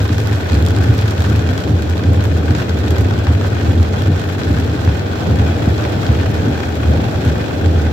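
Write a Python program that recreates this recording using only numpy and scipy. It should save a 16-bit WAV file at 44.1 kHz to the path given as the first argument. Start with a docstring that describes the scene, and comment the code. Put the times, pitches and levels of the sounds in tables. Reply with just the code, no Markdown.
"""Inside a car creeping along a wet highway in heavy rain, heard at two small microphone ports.
From the start, drops patter on roof and glass over a wash of distant rain; the body drones and the
cabin booms near 90 Hz. From 0.1 s the wipers thump every 0.4 s, at outer end and park in turn,
and judder on leaving park. Tyre spray from the next lane swells at 0.5 s and again from 5 s on.
The finest ticks on the windscreen fade towards the end, near 8 s."""
import sys
import numpy as np
from scipy import signal
from scipy.fft import rfft, irfft
from scipy.io import wavfile
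from scipy.ndimage import uniform_filter1d

SR = 44100
rng = np.random.default_rng(int(sys.argv[2]) if len(sys.argv) > 2 else 0)


def log_audio(samples):
    """Write samples as a 16-bit WAV file to the path given in sys.argv[1]."""
    # one column per channel
    frames = np.atleast_2d(samples).T
    # limit to full scale, then quantise
    limited = np.clip(frames, -1, 1)
    pcm = np.round(limited * 32767).astype(np.int16)
    wavfile.write(sys.argv[1], SR, pcm)


N = 349668

# Water levels: t/s, distant wash/dB, near patter/dB, fine ticks/dB, tyre spray/dB
RAIN_LEVELS = [(0.05, -37, -27, -39.5, -50), (0.55, -30.5, -29, -41.5, -36), (1.36, -31, -28.5, -43.5, -40),
               (1.84, -34, -31.5, -52.5, -44.5), (2.63, -31, -30, -49, -42), (4.09, -33.5, -29.5, -51, -38),
               (4.71, -32.5, -29.5, -50, -39.5), (5.03, -31, -30.5, -53, -33),
               (5.98, -29.5, -28.5, -49, -30), (6.32, -31, -30, -50, -33), (7.18, -31.5, -29, -53, -31),
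               (7.9, -32, -30.5, -63, -34)]
# Road excitation, fading as the car slows: t/s, lower cabin mode/dB, upper mode/dB, body drone/dB
ROAD_LEVELS = [(0.0, -16, -13.5, -18.5), (0.4, -25, -19.5, -21), (0.77, -20, -18.5, -20),
               (0.99, -22.5, -16, -21.5), (2.58, -21.5, -22.5, -21), (3.73, -24, -17.5, -20),
               (4.35, -30, -22, -21.5), (4.7, -25, -26, -22.5), (6.25, -34, -20.5, -20.5),
               (6.63, -23.5, -36, -21), (6.89, -15.5, -26, -22), (7.07, -42, -31, -22.5),
               (7.44, -28, -30, -20), (7.93, -16, -31, -22)]
# Spectral shapes: f/Hz, relative density/dB
WASH_SPECTRUM = [(210, -37), (350, -3.5), (437, -9.5), (694, -8), (789, -26), (986, -19), (1360, -10.5),
                 (1520, -20.5), (2080, -19), (2910, -22), (3360, -20.5), (7330, -34.5), (9160, -51),
                 (13600, -42), (15800, -41)]
SPRAY_SPECTRUM = [(300, -17), (450, 2.5), (650, 4.5), (900, 0.5), (1300, -35)]
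DRONE_SPECTRUM = [(15, -66), (25, -32), (37, -1.5), (63, -9.5), (85, -11), (101, -5.5), (168, -11),
                  (292, -11), (335, -15), (438, -15), (549, -20), (786, -27), (900, -33.5), (1170, -47),
                  (1980, -120)]
DROP_SPECTRUM = [(290, -34.5), (500, 0.5), (794, -6.5), (971, -6.5), (1350, -11), (1500, -11.5),
                 (2090, -15), (3360, -15.5), (3770, -16.5), (7330, -27), (9100, -39), (13200, -34.5),
                 (15800, -47)]
# Resonances of panels and glass, plus a microphone colour peak near 7.9 kHz: f/Hz, width/Hz, lift/dB
COLOUR_PEAKS = [(117.1, 6.2, 5), (301, 32, 2), (7900, 420, 3), (800, 73, 4), (1485, 58, 8), (1583, 120, 5),
                (1770, 61, 5), (1910, 46, 3), (2478, 45, 5), (2330, 140, 1.4), (2660, 33, 3),
                (3340, 86, 3.5), (4150, 65, 4)]
# Lowest modes of the cabin air: f/Hz, rms wander/Hz
CABIN_MODES = [(81, 4.05), (96, 9.07)]
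# Noise coherence between ports: f/Hz, left-right correlation
COHERENCE = [(60, 0.73), (110, 0.88), (200, 0.89), (380, 0.75), (700, 0.016), (1290, -0.23), (2380, -0.2),
             (4400, -0.0038), (8120, -0.67), (15000, 0.083)]
# Port mismatch: f/Hz, left minus right/dB
PORT_BALANCE = [(60, -1.5), (130, 0.5), (290, 2), (640, 1.5), (1410, 0.5), (3100, 0.5), (6820, -2),
                (15000, -4.5)]
# Largest drops: t/s, glass tap/dB, bright tick/dB, panel knock/dB, left minus right before limit/dB
BIG_DROPS = [(0.0548, -26, -38, -22, 3), (0.092, -23, -37, -21, -2), (0.1246, -33, -36, -36, -1),
             (0.1817, -21, -27, -19, 2), (0.2019, -25, -29, -29, 5), (0.329, -26, -31, -26, 1),
             (0.4975, -22, -37, -21, 1), (0.5196, -23, -29, -22, 1), (0.5316, -19.5, -36, -30, 2),
             (0.5506, -19, -33, -28, -3), (0.7642, -24, -42, -25, -7), (0.8383, -24, -30, -23, 7),
             (0.989, -19, -44, -33, 3), (1.0794, -20, -31, -28, 2), (1.1784, -25, -32, -27, -2),
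             (1.2206, -24, -29, -21, 10), (1.2996, -28, -30, -24, -2), (1.3603, -25, -29, -31, 3),
             (1.3932, -24, -39, -35, -3), (1.4898, -23, -35, -17.5, 5), (1.5778, -21, -29, -19, 3),
             (1.6383, -23, -46, -33, 2), (1.822, -23, -31, -29, -2), (1.8976, -26, -28, -30, -7),
             (1.9789, -24, -34, -28, 0), (2.0371, -25, -44, -29, -9), (2.1332, -36, -31, -24, -2),
             (2.207, -25, -39, -28, -1), (2.2391, -28, -27, -22, 2), (2.253, -25, -34, -20, 1),
             (2.374, -26, -35, -29, 6), (2.507, -23, -30, -17, 2), (2.5502, -22, -35, -18, 1),
             (2.601, -27, -34, -19, 0), (2.6167, -25, -41, -23, -2), (2.694, -23, -31, -20, 2),
             (2.84, -27, -42, -22, 5), (2.88, -22, -36, -34, -1), (2.9068, -22, -25.5, -21, -3),
             (2.965, -27, -41, -18, 0), (2.9827, -23, -28, -20, 3), (3.0096, -29, -28, -23, -2),
             (3.1094, -25, -43, -16.5, 0), (3.1784, -28, -35, -26, 0), (3.246, -28, -39, -32, -1),
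             (3.2688, -23, -40, -16, 2), (3.412, -23, -34, -18, 3), (3.446, -34, -46, -15.5, 2),
             (3.829, -24, -30, -25, -2), (4.02, -22, -32, -20, -2), (4.243, -32, -33, -32, 0),
             (4.2761, -31, -36, -32, 0), (4.2886, -26, -42, -33, 0), (4.3319, -29, -34, -33, 2),
             (4.3924, -32, -33, -27, 1), (4.4344, -22, -41, -23, 5), (4.4949, -31, -34, -32, 0),
             (4.5295, -31, -37, -32, 0), (4.5858, -31, -35, -31, 0), (4.599, -28, -31, -24, 1),
             (4.7396, -34, -38, -34, 0), (4.8499, -26, -43, -30, 2), (4.8759, -29, -41, -15, 1),
             (4.891, -27, -42, -20, -1), (4.9948, -27, -44, -22, 5), (5.1976, -31, -38, -32, -2),
             (5.2409, -29, -40, -32, 0), (5.3103, -29, -38, -32, 0), (5.3581, -31, -34, -32, 0),
             (5.388, -27, -40, -25, 0), (5.4618, -29, -38, -32, 0), (5.5658, -30, -39, -32, 0),
             (5.6571, -30, -39, -21, 4), (5.8393, -24, -43, -28, -1), (5.8507, -25, -46, -15.5, -5),
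             (5.923, -31, -33, -32, 0), (6.032, -30, -35, -22, 7), (6.0657, -19.5, -42, -25, -2),
             (6.0899, -25, -44, -20, 1), (6.6037, -23, -42, -23, -5), (6.7542, -28, -30, -28, 3),
             (7.251, -36, -29, -22, -2), (7.324, -32, -46, -33, 2), (7.356, -34, -37, -24, 0),
             (7.4311, -33, -41, -32, 0), (7.6597, -23, -50, -26, -4), (7.8674, -32, -51, -21, 3)]
# Tap, tick and knock: low/Hz, high/Hz, t60/s
DROP_BANDS = [(2000, 6000, .011), (6000, 15800, .0045), (600, 2000, .01)]
# Blade reversals, outer end and park in turn:
# t/s, thump/dB, lower cabin mode/dB, upper mode/dB, drone lift/dB
REVERSALS = [(0.097, -4, -17, -21, -3), (0.53, -9, -9, -14.5, 3.5), (0.898, -12, -8.5, -7.5, 2),
             (1.297, -6, -14, -28, 3.5), (1.688, -3.5, -12.5, -17, 1.5), (2.083, -8, -13.5, -13.5, 4),
             (2.492, -4, -24, -15, 2), (2.9, -16, -11.5, -18.5, 4), (3.29, -4.5, -11, -10, -3.5),
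             (3.7, -8, -11.5, -12, 2.5), (4.079, -2, -13.5, -21, -0.5), (4.489, -6.5, -13.5, -18, 5),
             (4.869, -3.5, -13.5, -18, 3), (5.298, -4, -14, -15.5, 6.5), (5.668, -5, -11, -18, 0.5),
             (6.088, -3.5, -15, -16.5, 2.5), (6.47, -3.5, -14.5, -18, 4.5), (6.889, -3, -19, -15.5, 6),
             (7.258, -2.5, -11.5, -18, -0.5), (7.657, -5, -9, -20, 4)]
# Judders, relative to the park jolt: delay/s, thump/dB, lower cabin mode/dB, upper mode/dB
PARK_JUDDERS = [(0.095, -2.5, -4, 1.5), (0.19, -9.5, -19, -0.5), (0.26, -10.5, -10.5, -7.5)]
# Frame under the windscreen: f/Hz, relative level/dB, t60/s
FRAME_MODES = [(85.4, 3.5, 0.098), (115, 5.5, 0.068), (152.1, -11, 0.2), (190, -15.5, 0.092),
               (206, -3, 0.067), (241.5, 4, 0.051), (293.6, -8, 0.12)]

MODE_LAG_S, MODE_SWELL_S = (0.025, 0.0035), (0.081, 0.053)  # lower, upper mode
DRAG_RISE_S, DRAG_FADE_S = 0.052, (0.043, 0.47)  # fade: outer end, park
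SPLAT_SAMPLES, PORT_LAG_SAMPLES, CUTOFF_HZ = 3000, 24, 15950
LEFT_RIGHT = np.array([[1], [-1]])


def amp(db):
    """dB to gain."""
    return 10 ** (np.asarray(db) / 20)


def unit_rms(x):
    """Scale to rms 1."""
    return x / np.sqrt(np.mean(x ** 2) + 1e-20)


def at_hz(table, hz):
    """Table interpolated over log frequency."""
    f, value = np.transpose(table)
    return np.interp(np.log(hz + 1), np.log(f + 1), value)


def curves(table):
    """Table columns interpolated over time, per sample."""
    t_s, *columns = np.transpose(table)
    return [np.interp(np.arange(N) / SR, t_s, column) for column in columns]


def peak_lift_db(hz):
    """Summed colour peaks of panels, glass and microphone."""
    return sum(db / (1 + (2 * (hz - f) / width) ** 2) for f, width, db in COLOUR_PEAKS)


def convolve(x, taps):
    """Causal convolution, cut to the input length."""
    return signal.oaconvolve(x, taps, axes=1)[:, :x.shape[1]]


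def shaped_noise(spectrum, frame, patch_db):
    """Partly coherent stereo noise: given spectrum, colour peaks and drifting patches."""
    hz = np.fft.rfftfreq(frame, 1 / SR)
    re, im, other_re, other_im, patches = rng.standard_normal((4 * N // frame + 5, len(hz), 5)).T
    patches = unit_rms(uniform_filter1d(uniform_filter1d(patches, size=9, axis=0), size=9, axis=1))
    coherence = np.clip(at_hz(COHERENCE, hz), -1, 1)[:, None]
    left = re + 1j * im
    right = coherence * left + np.sqrt(1 - coherence ** 2) * (other_re + 1j * other_im)
    gain = amp((at_hz(spectrum, hz) + peak_lift_db(hz))[:, None] + patch_db * patches)
    _, out = signal.istft(np.array([left, right]) * gain, nperseg=frame, noverlap=frame * 3 // 4)
    return unit_rms(out[:, :N])


def distant_rain():
    """Far drops merged into a wash."""
    return shaped_noise(WASH_SPECTRUM, frame=512, patch_db=0.5)


def tyre_spray():
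    """Spray of the next lane, dulled by the doors."""
    return shaped_noise(SPRAY_SPECTRUM, frame=1024, patch_db=0.0)


def body_drone():
    """Road rumble of the panels; the strain of the wiper drive shifts its level, mostly up."""
    t = np.arange(N) / SR
    level_db = curves(ROAD_LEVELS)[2]
    for k, (t_s, *_, lift_db) in enumerate(REVERSALS):
        exponent = np.where(t < t_s, (t - t_s) / DRAG_RISE_S, (t_s - t) / DRAG_FADE_S[k % 2])
        level_db += lift_db * np.exp(exponent)
    return amp(level_db) * shaped_noise(DRONE_SPECTRUM, frame=4096, patch_db=0.5)


def jolts():
    """Reversals plus judders after each park: t/s, thump/dB, lower mode/dB, upper mode/dB."""
    return [np.add(row[:4], offset) for k, row in enumerate(REVERSALS)
            for offset in [(0.0006, 0, 0, 0)] + PARK_JUDDERS * (k % 2)]


def jolt_power():
    """Power fed into each cabin mode: one round swell per jolt."""
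    power = np.zeros((2, N + 3 * SR))  # 1 s lead-in
    for t_s, _, *levels_db in jolts():
        for mode, lag_s, half_s, db in zip(power, MODE_LAG_S, MODE_SWELL_S, levels_db):
            t = np.arange(-half_s, half_s, 1 / SR)
            start = round((t_s + lag_s - half_s + 1) * SR)
            mode[start:][:len(t)] += amp(2 * db) * np.cos(np.pi * t / half_s / 2) ** 4
    return power[:, SR:SR + N]


def cabin_boom(flutter_db):
    """Two beating air modes driven by road and wipers; pitch and level wander quickly."""
    out = np.zeros(N)
    drives = zip(CABIN_MODES, curves(ROAD_LEVELS), jolt_power())
    for (hz, wander_hz), road_db, wiper_power in drives:
        smooth = uniform_filter1d(uniform_filter1d(rng.standard_normal((2, N)), size=1200), size=1200)
        wander, flutter = map(unit_rms, smooth)
        power = amp(2 * (road_db + flutter_db * flutter)) + wiper_power
        out += np.sqrt(2 * power) * np.sin(2 * np.pi * np.cumsum(hz + wander_hz * wander) / SR)
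    return out


def drop_filter():
    """Causal taps: drop spectrum plus colour peaks."""
    hz = abs(np.fft.fftfreq(8192, 1 / SR))
    log_gain = np.log(amp(np.maximum(at_hz(DROP_SPECTRUM, hz) + peak_lift_db(hz), -90)))
    return np.fft.ifft(np.exp(np.conj(signal.hilbert(log_gain)))).real[None, :2048]


def splat(t60_s, tail_db, tail_t60_s, brightness, shared=0.25):
    """One drop: noise burst and cabin tail; the shared part reaches the left port later."""
    t = np.arange(SPLAT_SAMPLES) / SR
    burst = rng.standard_normal((2, len(t)))
    burst[0] = shared * np.roll(burst[1], PORT_LAG_SAMPLES) + np.sqrt(1 - shared ** 2) * burst[0]
    burst *= amp(-60 * t / t60_s) + amp(tail_db - 60 * t / tail_t60_s)
    burst[:, 1:] -= np.clip(brightness, 0, 1) * burst[:, :-1]  # treble tilt: higher is crisper
    return burst / np.linalg.norm(burst)


def impacts(rate_hz, spread_db, max_spreads):
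    """Random impulses, exponentially spread in dB up to a cap."""
    size = amp(spread_db * np.minimum(rng.exponential(1, N), max_spreads))
    return size[None] * (rng.random(N) < rate_hz / SR)


def fine_ticks(rate_hz, spread_db, spots=12):
    """Tiny drops on the windscreen near the ports: very short, treble only."""
    hits = impacts(rate_hz, spread_db, max_spreads=3.5)
    spot, out = rng.integers(0, spots, N), np.zeros((2, N))
    for k in range(spots):
        tick = splat(t60_s=0.004, tail_db=-26, tail_t60_s=0.043, brightness=0.38)
        out += convolve(hits * (spot == k), tick)
    highpass = signal.butter(2, 4500, "high", fs=SR, output="sos")
    return unit_rms(signal.sosfilt(highpass, convolve(out, drop_filter())))


def patter(rate_hz, spread_db, t60_s, ring_gain, spots=40):
    """Near drops of many sizes; each spot on the sheet has its own pan and ringing band."""
    hits = impacts(rate_hz, spread_db, max_spreads=3.2)
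    spot, out = rng.integers(0, spots, N), np.zeros((2, N))
    for k, (kind, side, pitch) in enumerate(rng.uniform(-1.023, 1, (spots, 3))):
        drop = splat(t60_s * amp(1.5 * kind), -11.5, tail_t60_s=0.17, brightness=0.39 + 0.64 * kind)
        drop *= amp(7.5 * side * LEFT_RIGHT)
        ring = signal.lfilter(*signal.iirpeak(3000 * 3.43 ** pitch, Q=2.5, fs=SR), drop)
        drop += ring_gain * ring / np.linalg.norm(ring)
        out += convolve(hits * (spot == k), drop)
    return unit_rms(convolve(out, drop_filter()))


def big_drops(tail_db, tail_t60_s):
    """Largest drops: tap, tick and knock, each as strong as the spot lets through."""
    out, taps = np.zeros((2, N + SR)), drop_filter()
    for t_s, *levels_db, pan_db in BIG_DROPS:
        side_db = np.clip(pan_db, -5, 5) / 2 * LEFT_RIGHT
        for db, (low_hz, high_hz, t60_s) in zip(levels_db, DROP_BANDS):
            band = signal.butter(2, (low_hz, high_hz), "band", fs=SR, output="sos")
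            burst = splat(t60_s, tail_db, tail_t60_s, brightness=0.69, shared=0.11)
            part = signal.sosfilt(band, convolve(burst, taps))
            peak = np.sqrt(2 * uniform_filter1d((part ** 2).mean(0), size=90).max())
            out[:, round(t_s * SR):][:, :SPLAT_SAMPLES] += amp(db + side_db) * part / peak
    return out[:, :N]


def wiper_thumps(rise_s, detune):
    """Each jolt of the blades rings the frame under the windscreen: a soft, round thud."""
    out, t = np.zeros(N + SR), np.arange(SR // 3) / SR
    for t_s, thump_db, *_ in jolts():
        ring = np.zeros(len(t))
        for hz, db, t60_s in FRAME_MODES:
            offset, half_turns = rng.uniform(-1.13, 1, 2)
            phase = 2 * np.pi * hz * (1 + detune * offset) * t + np.pi * half_turns
            ring += amp(db - 60 * t / t60_s) * np.sin(phase)
        ring *= 1 - np.exp(-t / rise_s)
        out[round(t_s * SR):][:len(t)] += amp(thump_db) * ring / abs(ring).max()
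    return out[:N]


def scene():
    """Rain, spray, cabin and wipers, summed in stereo."""
    wash_db, patter_db, ticks_db, spray_db = curves(RAIN_LEVELS)
    near = amp(patter_db) * patter(rate_hz=900, spread_db=3.7, t60_s=0.03, ring_gain=0.47)
    near += amp(ticks_db) * fine_ticks(rate_hz=160, spread_db=6.0)
    far = amp(wash_db) * distant_rain() + amp(spray_db) * tyre_spray()
    cabin = cabin_boom(flutter_db=2.5) + body_drone()
    wipers = wiper_thumps(rise_s=0.035, detune=0.028)
    return far + cabin + near + big_drops(tail_db=-13.5, tail_t60_s=0.13) + wipers


def record(dry):
    """Port mismatch, steep bass cut, soft clip, band limit."""
    balance = amp(at_hz(PORT_BALANCE, np.fft.rfftfreq(N, 1 / SR)) / 2 * LEFT_RIGHT)
    highpass = signal.butter(6, 66, "high", fs=SR, output="sos")
    ports = signal.sosfilt(highpass, irfft(rfft(dry) * balance, N))
    clipped = ports / (1 + abs(ports / 0.99) ** 6) ** (1 / 6)
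    lowpass = signal.firwin(1023, CUTOFF_HZ, window=("kaiser", 9), fs=SR)
    return signal.oaconvolve(clipped, lowpass[None], "same")


dry = scene()
out = record(dry)
log_audio(out)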